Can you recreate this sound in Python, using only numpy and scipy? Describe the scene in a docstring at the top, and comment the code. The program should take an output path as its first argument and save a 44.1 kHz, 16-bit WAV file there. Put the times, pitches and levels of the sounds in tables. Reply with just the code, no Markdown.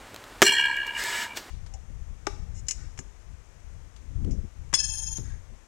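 """Knife throwing between wooded hills

Steel knives strike a wooden target and excite its modes. Two glance off and spin away ringing until
they land in dry leaves; one sticks with a thud. Blades clink, and the hillside scatters an echo.
A mono microphone on a stand is heard first, then a body-worn one, in the wind and on the left only."""
import sys
import numpy as np
from scipy import signal
from scipy.fft import rfft, irfft, next_fast_len
from scipy.io import wavfile
from scipy.ndimage import uniform_filter1d, map_coordinates

SR = 44100
rng = np.random.default_rng(int(sys.argv[2]) if len(sys.argv) > 2 else 0)


def master_out(mix):
    """Clip the mix to full scale and print it as 16-bit PCM to the path in sys.argv[1]."""
    frames = np.transpose(np.atleast_2d(mix))
    ceiling = np.clip(frames, -1, 1)
    pcm = np.round(ceiling * 32767).astype(np.int16)
    wavfile.write(sys.argv[1], SR, pcm)


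N = 250047
TIME = np.arange(N) / SR

# blows of steel on wood: start_s, thud_db, crack_db, crack_t60_s
TARGET_BLOWS = [(.419, -5.5, 2, 0.0073), (0.425, -17.5, -4.5, 0.034), (2.2681, -40, -28, 0.038),
                (2.976, -67.5, -47.5, 0.038), (2.99, -43, -42, 0.0084), (4.729, -40, -35, 0.05),
                (4.7377, -48, -25.5, 0.026)]
# modes of the wooden target: pitch_hz, level_db, t60_s
WOOD_MODES = [(225, -12, 0.09), (352.1, -10, 0.11), (399.5, -9, .2), (730, -5, 0.027), (930, -1.5, 0.017),
              (1200, -4.5, .036), (1724, 0.5, 0.017), (2452, -3, 0.017)]
# spectrum of splintering fibres: frequency_hz, density_db
CRACK_SPECTRUM = [(120, -16), (300, -12), (500, -11), (900, -3), (1800, -1), (3000, -5), (4200, -15),
                  (5400, -10), (6500, -6.5), (9000, -20.5), (15000, -22)]
# impact of the knife that sticks: start_s, level_db
STICKING_BLOWS = [(2.2692, -28.5)]
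# its choked modes: pitch_hz, level_db, t60_s
STUCK_MODES = [(318, 2.5, 0.035), (404, -1, 0.085), (616, 0.5, 0.023), (835, 3, 0.047), (1172, -1, 0.04),
               (1470, 3.5, 0.023), (5400, 4, .011)]
# bending and twisting modes of the two glancing knives: pitch_hz, level_db, t60_s
BIG_MODES = [(948, -39.5, 5.5), (1649, -18, 1.38), (1849, -34, 1.6), (2327, -31, 2.6), (2860, -26.5, 2.2),
             (3222, -23.5, 0.95), (4240, -29, .78), (5110, -33, 0.58), (5800, -30.5, 0.5),
             (7320, -26.5, .38), (7680, -29.5, 0.62), (8920, -26.5, 0.38), (10150, -44, .45),
             (11000, -46, .4), (11950, -38, .3), (12450, -46.5, .38), (13050, -45, .33),
             (14350, -45.5, .33), (15500, -45.5, .33)]
SMALL_MODES = [(883, -64.5, 12), (1705, -51.5, 1.23), (2610, -49, 0.98), (2970, -71, 1.2), (3200, -52, 2.6),
               (3376, -18.5, 0.033), (3500, -63.5, 1.7), (4296, -50.5, 1.4), (5270, -23.5, 0.38),
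               (5230, -48.5, 5), (5500, -53.5, 3.6), (5950, -50.5, 3.8), (6530, -44, 2.6), (6348, -45, 8),
               (6500, -48, 4.7), (6735, -39.5, 3.8), (7370, -46.5, 1.24), (8850, -40, 0.93),
               (9370, -44.5, 1.77), (11070, -56.5, 8.8), (13200, -49, 0.76)]
# their flights: start_s, land_s, ring_db, wobble_hz, first_swell_after_s, edge_on_db, landing_db
BIG_FLIGHT = (.424, 1.372, 2.1, 16.5, .051, -5, -31)
SMALL_FLIGHT = (4.739, 5.178, 2.8, 18.2, .061, -10, -52)
# steel knocking on steel, in the hand or at the target: start_s, level_db, contact_t60_s
STEEL_KNOCKS = [(1.738, -48, .05), (2.668, -57, 0.068), (2.6842, -26.5, 0.042), (2.7093, -27.5, 0.05),
                (2.978, -51, 0.043), (2.99, -40, 0.017), (4.309, -52, 0.16), (4.7386, -20, 0.014),
                (4.749, -27, 0.062)]
# spectrum of that contact: frequency_hz, density_db
KNOCK_SPECTRUM = [(710, -69), (1200, -22), (1700, -13), (2790, -7), (3720, -20), (4290, -17), (4910, -5),
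                  (5610, 5), (6090, 0), (6610, 2.5), (8290, -16.5), (9090, -16.5), (11900, -55),
                  (12500, -53), (13600, -42), (14000, -66)]
# modes of blades damped by fingers or wood: pitch_hz, level_db, t60_s
HELD_MODES = [(2091, -14, 0.11), (2442, -21, 0.13), (2853, -8, 0.058), (4136, -12, 0.045), (5200, -1, 0.05),
              (5710, -1, 0.057), (6420, 3.5, 0.068), (6800, 4.5, 0.072), (7262, -0.5, 0.071),
              (7830, -3, 0.062), (8430, -11, 0.047), (9160, -9.5, 0.077), (9700, -15.5, 0.049),
              (11580, -13.5, .05)]
# swish of a throw: frequency_hz, density_db
SWISH_SPECTRUM = [(550, -13), (720, -10), (790, 1), (880, -17.5), (1100, -30)]
# snapping twigs: start_s, level_db, t60_s
TWIG_SNAPS = [(.144, -31, .011), (.162, -33, .0095), (.24, -38.5, .012), (.606, -38.5, .065),
              (.6584, -30, .0088), (.767, -37, .018), (.866, -40, .09), (1.038, -24, .019),
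              (1.663, -51, .063), (3.963, -54, .07), (4.247, -45, .014)]
# dry leaves: frequency_hz, density_db
LEAF_SPECTRUM = [(300, -2), (1000, -1), (2200, -1.5), (4500, -1), (7500, -4.5), (10000, -14),
                 (15000, -10.5)]
# dull bumps of feet and knives on the ground and the target's stump: start_s, level_db, t60_s
GROUND_BUMPS = [(1.9, -47, .12), (2.99, -40.5, .1), (4.731, -36, .09), (5.185, -36.5, .2),
                (5.511, -50, .15)]
# scatter from nearby trunks and from the wooded slope: frequency_hz, gain_db
TRUNK_SPECTRUM = [(150, -6), (600, -6), (1500, -10), (4000, -3), (7000, -5), (14000, -2.5)]
HILL_SPECTRUM = [(200, -15), (420, -13), (700, -8.5), (1000, -10.5), (1700, 4), (3000, -3), (4500, 5),
                 (6500, -4.5), (8200, 7.5), (9000, -2.5), (15000, 1)]
# strength of the wind on the body-worn microphone: time_s, level_db
WIND_STRENGTH = [(1.5, -49), (1.53, -39), (1.85, -45), (2.02, -36), (2.05, -46), (2.11, -37), (2.18, -49),
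                 (2.42, -36), (2.66, -42), (2.71, -51), (2.8, -39), (3.25, -52), (3.3, -41), (3.46, -57),
                 (3.75, -41), (3.92, -54), (4.1, -42), (4.17, -30), (4.45, -34), (4.5, -54), (4.59, -40),
                 (4.77, -47), (4.89, -36), (4.94, -43), (5.36, -36), (5.45, -52), (5.53, -44), (5.67, -64)]
# its rumble and its buffets: frequency_hz, density_db
RUMBLE_SPECTRUM = [(8.8, -49), (15, 1.5), (32, 6), (65, 5), (170, -14), (220, -24), (370, -120)]
BUFFET_SPECTRUM = [(90, 0), (150, -5), (230, -6), (330, -13), (500, -22.5), (900, -42)]
# outdoor air at each microphone: frequency_hz, density_db
STAND_AIR = [(12, -38), (20, -5.5), (44, 8), (74, -8), (98, 3), (172, -10), (192, -2), (292, -3),
             (1510, -5), (5950, -18.5), (7650, -17), (9830, -23), (15800, -30)]
WORN_AIR = [(180, -8), (300, -6), (320, -6), (364, -7), (388, -6.5), (471, -5), (562, -7), (639, -7.5),
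            (925, -9), (1730, -12), (1880, -11.5), (4470, -22.5), (6470, -14), (12300, -34), (14000, -37)]


def target():
    """Impact excitation: blows crack the fibres and ring the modes of the wood and the stuck knife."""
    start, thud_db, crack_db, crack_t60 = np.transpose(TARGET_BLOWS)
    cracks = bursts(zip(start, crack_db, crack_t60), CRACK_SPECTRUM)
    thuds = ring(clicks(start, thud_db), WOOD_MODES)
    stuck = ring(clicks(*np.transpose(STICKING_BLOWS)), STUCK_MODES)
    low_cut = signal.butter(2, 170, "high", fs=SR, output="sos")   # the blows carry little bass below 170 Hz
    return signal.sosfilt(low_cut, cracks + thuds + stuck)


def spinning_knife(modes, flight, spin_hz, angle_rad, radius_m, leak, swell_db, blur):
    """Dipole radiation: the flat faces throb twice a turn; the ends beat by opposite Doppler shifts."""
    start, land = flight[:2]
    choke_t60_s = .1
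    on = (TIME >= start) & (TIME < land + choke_t60_s)
    age, out = TIME[on] - start, np.zeros(N)
    turn = 2 * np.pi * spin_hz * age + angle_rad + .4 * drift(14)[on]   # wobble makes the spin uneven
    for hz, db, t60 in modes:
        facing = np.cos(turn) + 1j * leak
        doppler = 2 * np.pi * hz * radius_m / 343 * np.sin(turn + rng.uniform(0, np.pi))
        # a slower tumble sweeps each mode's lobes past the listener
        ends = np.cos(doppler + rng.uniform(0, np.pi) + .7 * drift(12)[on])
        lobes = from_db(swell_db * drift(28)[on])
        # paths off the ground and trunks blur the short waves most
        paths = 1 + blur * (hz / 8000) ** 4 * (drift(hz / 25)[on] + 1j * drift(hz / 25)[on])
        wave = facing * ends * lobes * paths * np.exp(2j * np.pi * (hz * age + rng.random()))
        out[on] += from_db(db - 60 * age / t60) * rms_one(wave.real)
    return out * flight_gain(flight, choke_t60_s)


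def flight_gain(flight, choke_t60_s, turn_s=.022, settle_s=.13):
    """Directivity and damping: a blade leaves edge-on, swells as it wobbles and is choked by leaves."""
    start, land, level_db, wobble_hz, swell_s, edge_on_db, _ = flight
    age = np.maximum(TIME - start, 0)
    depth_db = 1.2 + 4 * np.exp(-age / settle_s)   # the wobble starts strong, then steadies
    wobble_db = depth_db * np.cos(2 * np.pi * wobble_hz * (age - swell_s))
    facing_db = edge_on_db * np.exp(-age / turn_s)
    choke = np.exp(-np.log(1000) * np.clip((TIME - land) / choke_t60_s, 0, 10))
    return from_db(level_db + facing_db + wobble_db) * choke


def clinking_blades():
    """Free and forced vibration: ticking knocks and sliding friction excite the same steel modes."""
    start, db, _ = np.transpose(STEEL_KNOCKS)
    ringing = ring(clicks(start, db - 6), HELD_MODES)
    ticks = bursts(STEEL_KNOCKS, KNOCK_SPECTRUM)
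    friction = rms_one(ring(rng.standard_normal(N), HELD_MODES))
    return ringing + ticks + friction * swell(2.56, 2.595, rise_s=.075, fall_s=.09, db=-55.5)


def throw_swish():
    """Aerodynamic noise: a narrow band swells and fades with the throw."""
    return swell(1.745, 1.755, rise_s=.1, fall_s=.17, db=-55) * noise(SWISH_SPECTRUM)


def leaves(steps_from_s=.2, steps_until_s=.92, crackles_per_s=11):
    """Brittle fracture: twigs snap, leaves crackle underfoot, and falling knives crash into them."""
    jitter, size = rng.random((32, 2)).T
    times = steps_from_s + (np.arange(len(jitter)) + jitter) / crackles_per_s
    crackles = [(s, db, .015) for s, db in zip(times, -50 + 6 * size) if s < steps_until_s]
    envelope = sum(from_db(db) * decay(s, t60) for s, db, t60 in TWIG_SNAPS + crackles)
    for _, land, *_, db in (BIG_FLIGHT, SMALL_FLIGHT):
        crash = swell(land, land, rise_s=.05, fall_s=.05, db=db)
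        settling = from_db(db - 11) * decay(land, t60_s=.3)
        envelope += crash + settling
    return envelope * noise(LEAF_SPECTRUM)


def scatter(x, envelope, spectrum):
    """Diffuse reflection: countless small echoes, spread by the envelope over a second of delay."""
    response = (noise(spectrum) * envelope)[:SR]
    return signal.fftconvolve(x, response / np.sqrt(np.sum(response ** 2)))[:N]


def wind(eddies_per_s=14, middling_db=-40, buffet_growth=1.1):
    """Turbulence at the microphone port: a rumble, and buffets that grow with the wind and a lunge."""
    wind_db = np.interp(TIME, *np.transpose(WIND_STRENGTH)) + drift(eddies_per_s)
    rumble = noise(RUMBLE_SPECTRUM)
    rumble /= np.sqrt(uniform_filter1d(rumble ** 2, size=SR // 8))   # the wind alone sets its level
    buffets = rms_one(noise(BUFFET_SPECTRUM) * from_db(3.5 * drift(45)))
    gusts = from_db(-62 + buffet_growth * (wind_db - middling_db))
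    lunge = swell(4.27, 4.32, rise_s=.4, fall_s=.35, db=-39)   # air rushes past the thrower
    return rumble * from_db(wind_db - .2) + buffets * (gusts + lunge)


def ring(drive, modes):
    """Modal superposition: one damped resonator for each mode, summed with alternating signs."""
    out = np.zeros(N)
    for k, (hz, db, t60) in enumerate(modes):
        radius, angle = np.exp(-np.log(1000) / (t60 * SR)), 2 * np.pi * hz / SR
        feedback = [1, -2 * radius * np.cos(angle), radius ** 2]
        out += (-1) ** k * from_db(db) * signal.lfilter([.5, 0, -.5], feedback, drive + 1e-18)
    return out


def clicks(times_s, db):
    """Ideal impulses: single samples excite all frequencies alike."""
    out = np.zeros(N)
    out[(times_s * SR).astype(int)] = from_db(db)
    return out


def bursts(contacts, spectrum):
    """Contact transients: each is a sharp puff of noise."""
    return noise(spectrum) * sum(from_db(db) * decay(s, t60) for s, db, t60 in contacts)


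def decay(start_s, t60_s):
    """Exponential damping: a jump to 1, then a fall of 60 dB in each t60_s."""
    age = TIME - start_s
    return (age >= 0) * np.exp(-np.log(1000) * np.clip(age / t60_s, 0, 10))


def swell(start_s, end_s, rise_s, fall_s, db=0):
    """Exponential growth and decay around a hold; rise_s and fall_s each span 60 dB."""
    away = np.maximum(start_s - TIME, 0) / rise_s + np.maximum(TIME - end_s, 0) / fall_s
    return from_db(db) * np.exp(-np.log(1000) * np.minimum(away, 10))


def noise(spectrum):
    """Spectral shaping: coloured noise of rms 1, with skirts of 30 dB an octave."""
    hz, db = np.transpose(spectrum)
    size = next_fast_len(N)
    octave = np.log2(np.arange(size // 2 + 1) * SR / size + 1)
    outside = np.abs(octave - np.clip(octave, np.log2(hz[0]), np.log2(hz[-1])))
    gain = from_db(np.interp(octave, np.log2(hz), db) - 30 * outside)
    return rms_one(irfft(rfft(rng.standard_normal(size)) * gain, size)[:N])


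def drift(knots_per_s):
    """Random modulation: a smooth curve of rms 1 through random knots."""
    knots = rng.standard_normal(4096)
    curve = map_coordinates(knots, [TIME[::16] * knots_per_s], mode="wrap")
    return rms_one(curve).repeat(16)[:N]


def from_db(db):
    """Amplitude ratio of a level in decibels."""
    return 10 ** (np.asarray(db) / 20)


def rms_one(x):
    """Normalisation to unit mean power."""
    return x / np.sqrt(np.mean(x ** 2) + 1e-20)


def scene(switch_s=1.5):
    """Superposition of direct and scattered sound, at the stand and then on the thrower's body."""
    wood, steel = target(), clinking_blades()
    big = spinning_knife(BIG_MODES, BIG_FLIGHT, spin_hz=33.85, angle_rad=.34, radius_m=.028,
                         leak=.42, swell_db=4, blur=.25)
    small = spinning_knife(SMALL_MODES, SMALL_FLIGHT, spin_hz=10.6, angle_rad=2.4, radius_m=.035,
                           leak=.35, swell_db=2, blur=1.8)
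    swish = throw_swish()
    distant = wood + big + small + leaves()
    direct = distant + steel + swish
    # sounds close to the thrower stay drier than those down the range
    trees = scatter(distant + from_db(-6) * steel, decay(.01, t60_s=.55), TRUNK_SPECTRUM)
    hill = scatter(wood + from_db(-27) * big, swell(.57, .81, rise_s=.18, fall_s=.17), HILL_SPECTRUM)
    stand = direct + from_db(-16.5) * trees + from_db(-10) * hill + from_db(-47) * noise(STAND_AIR)
    # the body-worn microphone hears only the nearest part of the slope
    near_hill = scatter(wood, swell(.52, .58, rise_s=.2, fall_s=.35), HILL_SPECTRUM)
    worn = direct + from_db(-12.5) * trees + from_db(-21) * near_hill
    worn += wind() + bursts(GROUND_BUMPS, BUFFET_SPECTRUM)
    worn = signal.sosfilt(signal.butter(8, 10800, fs=SR, output="sos"), worn)   # a duller microphone
    worn += from_db(-62.5) * noise(WORN_AIR)
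    return np.where(TIME < switch_s, [stand, stand], [2 * worn, np.zeros(N)])


def record(dry, cutoff_hz=15900):
    """Saturation and band limiting: the hardest blow overloads, and the top is cut."""
    return signal.sosfilt(signal.ellip(10, .1, 90, cutoff_hz, fs=SR, output="sos"), np.tanh(dry))


dry = scene()
out = record(dry)
master_out(out)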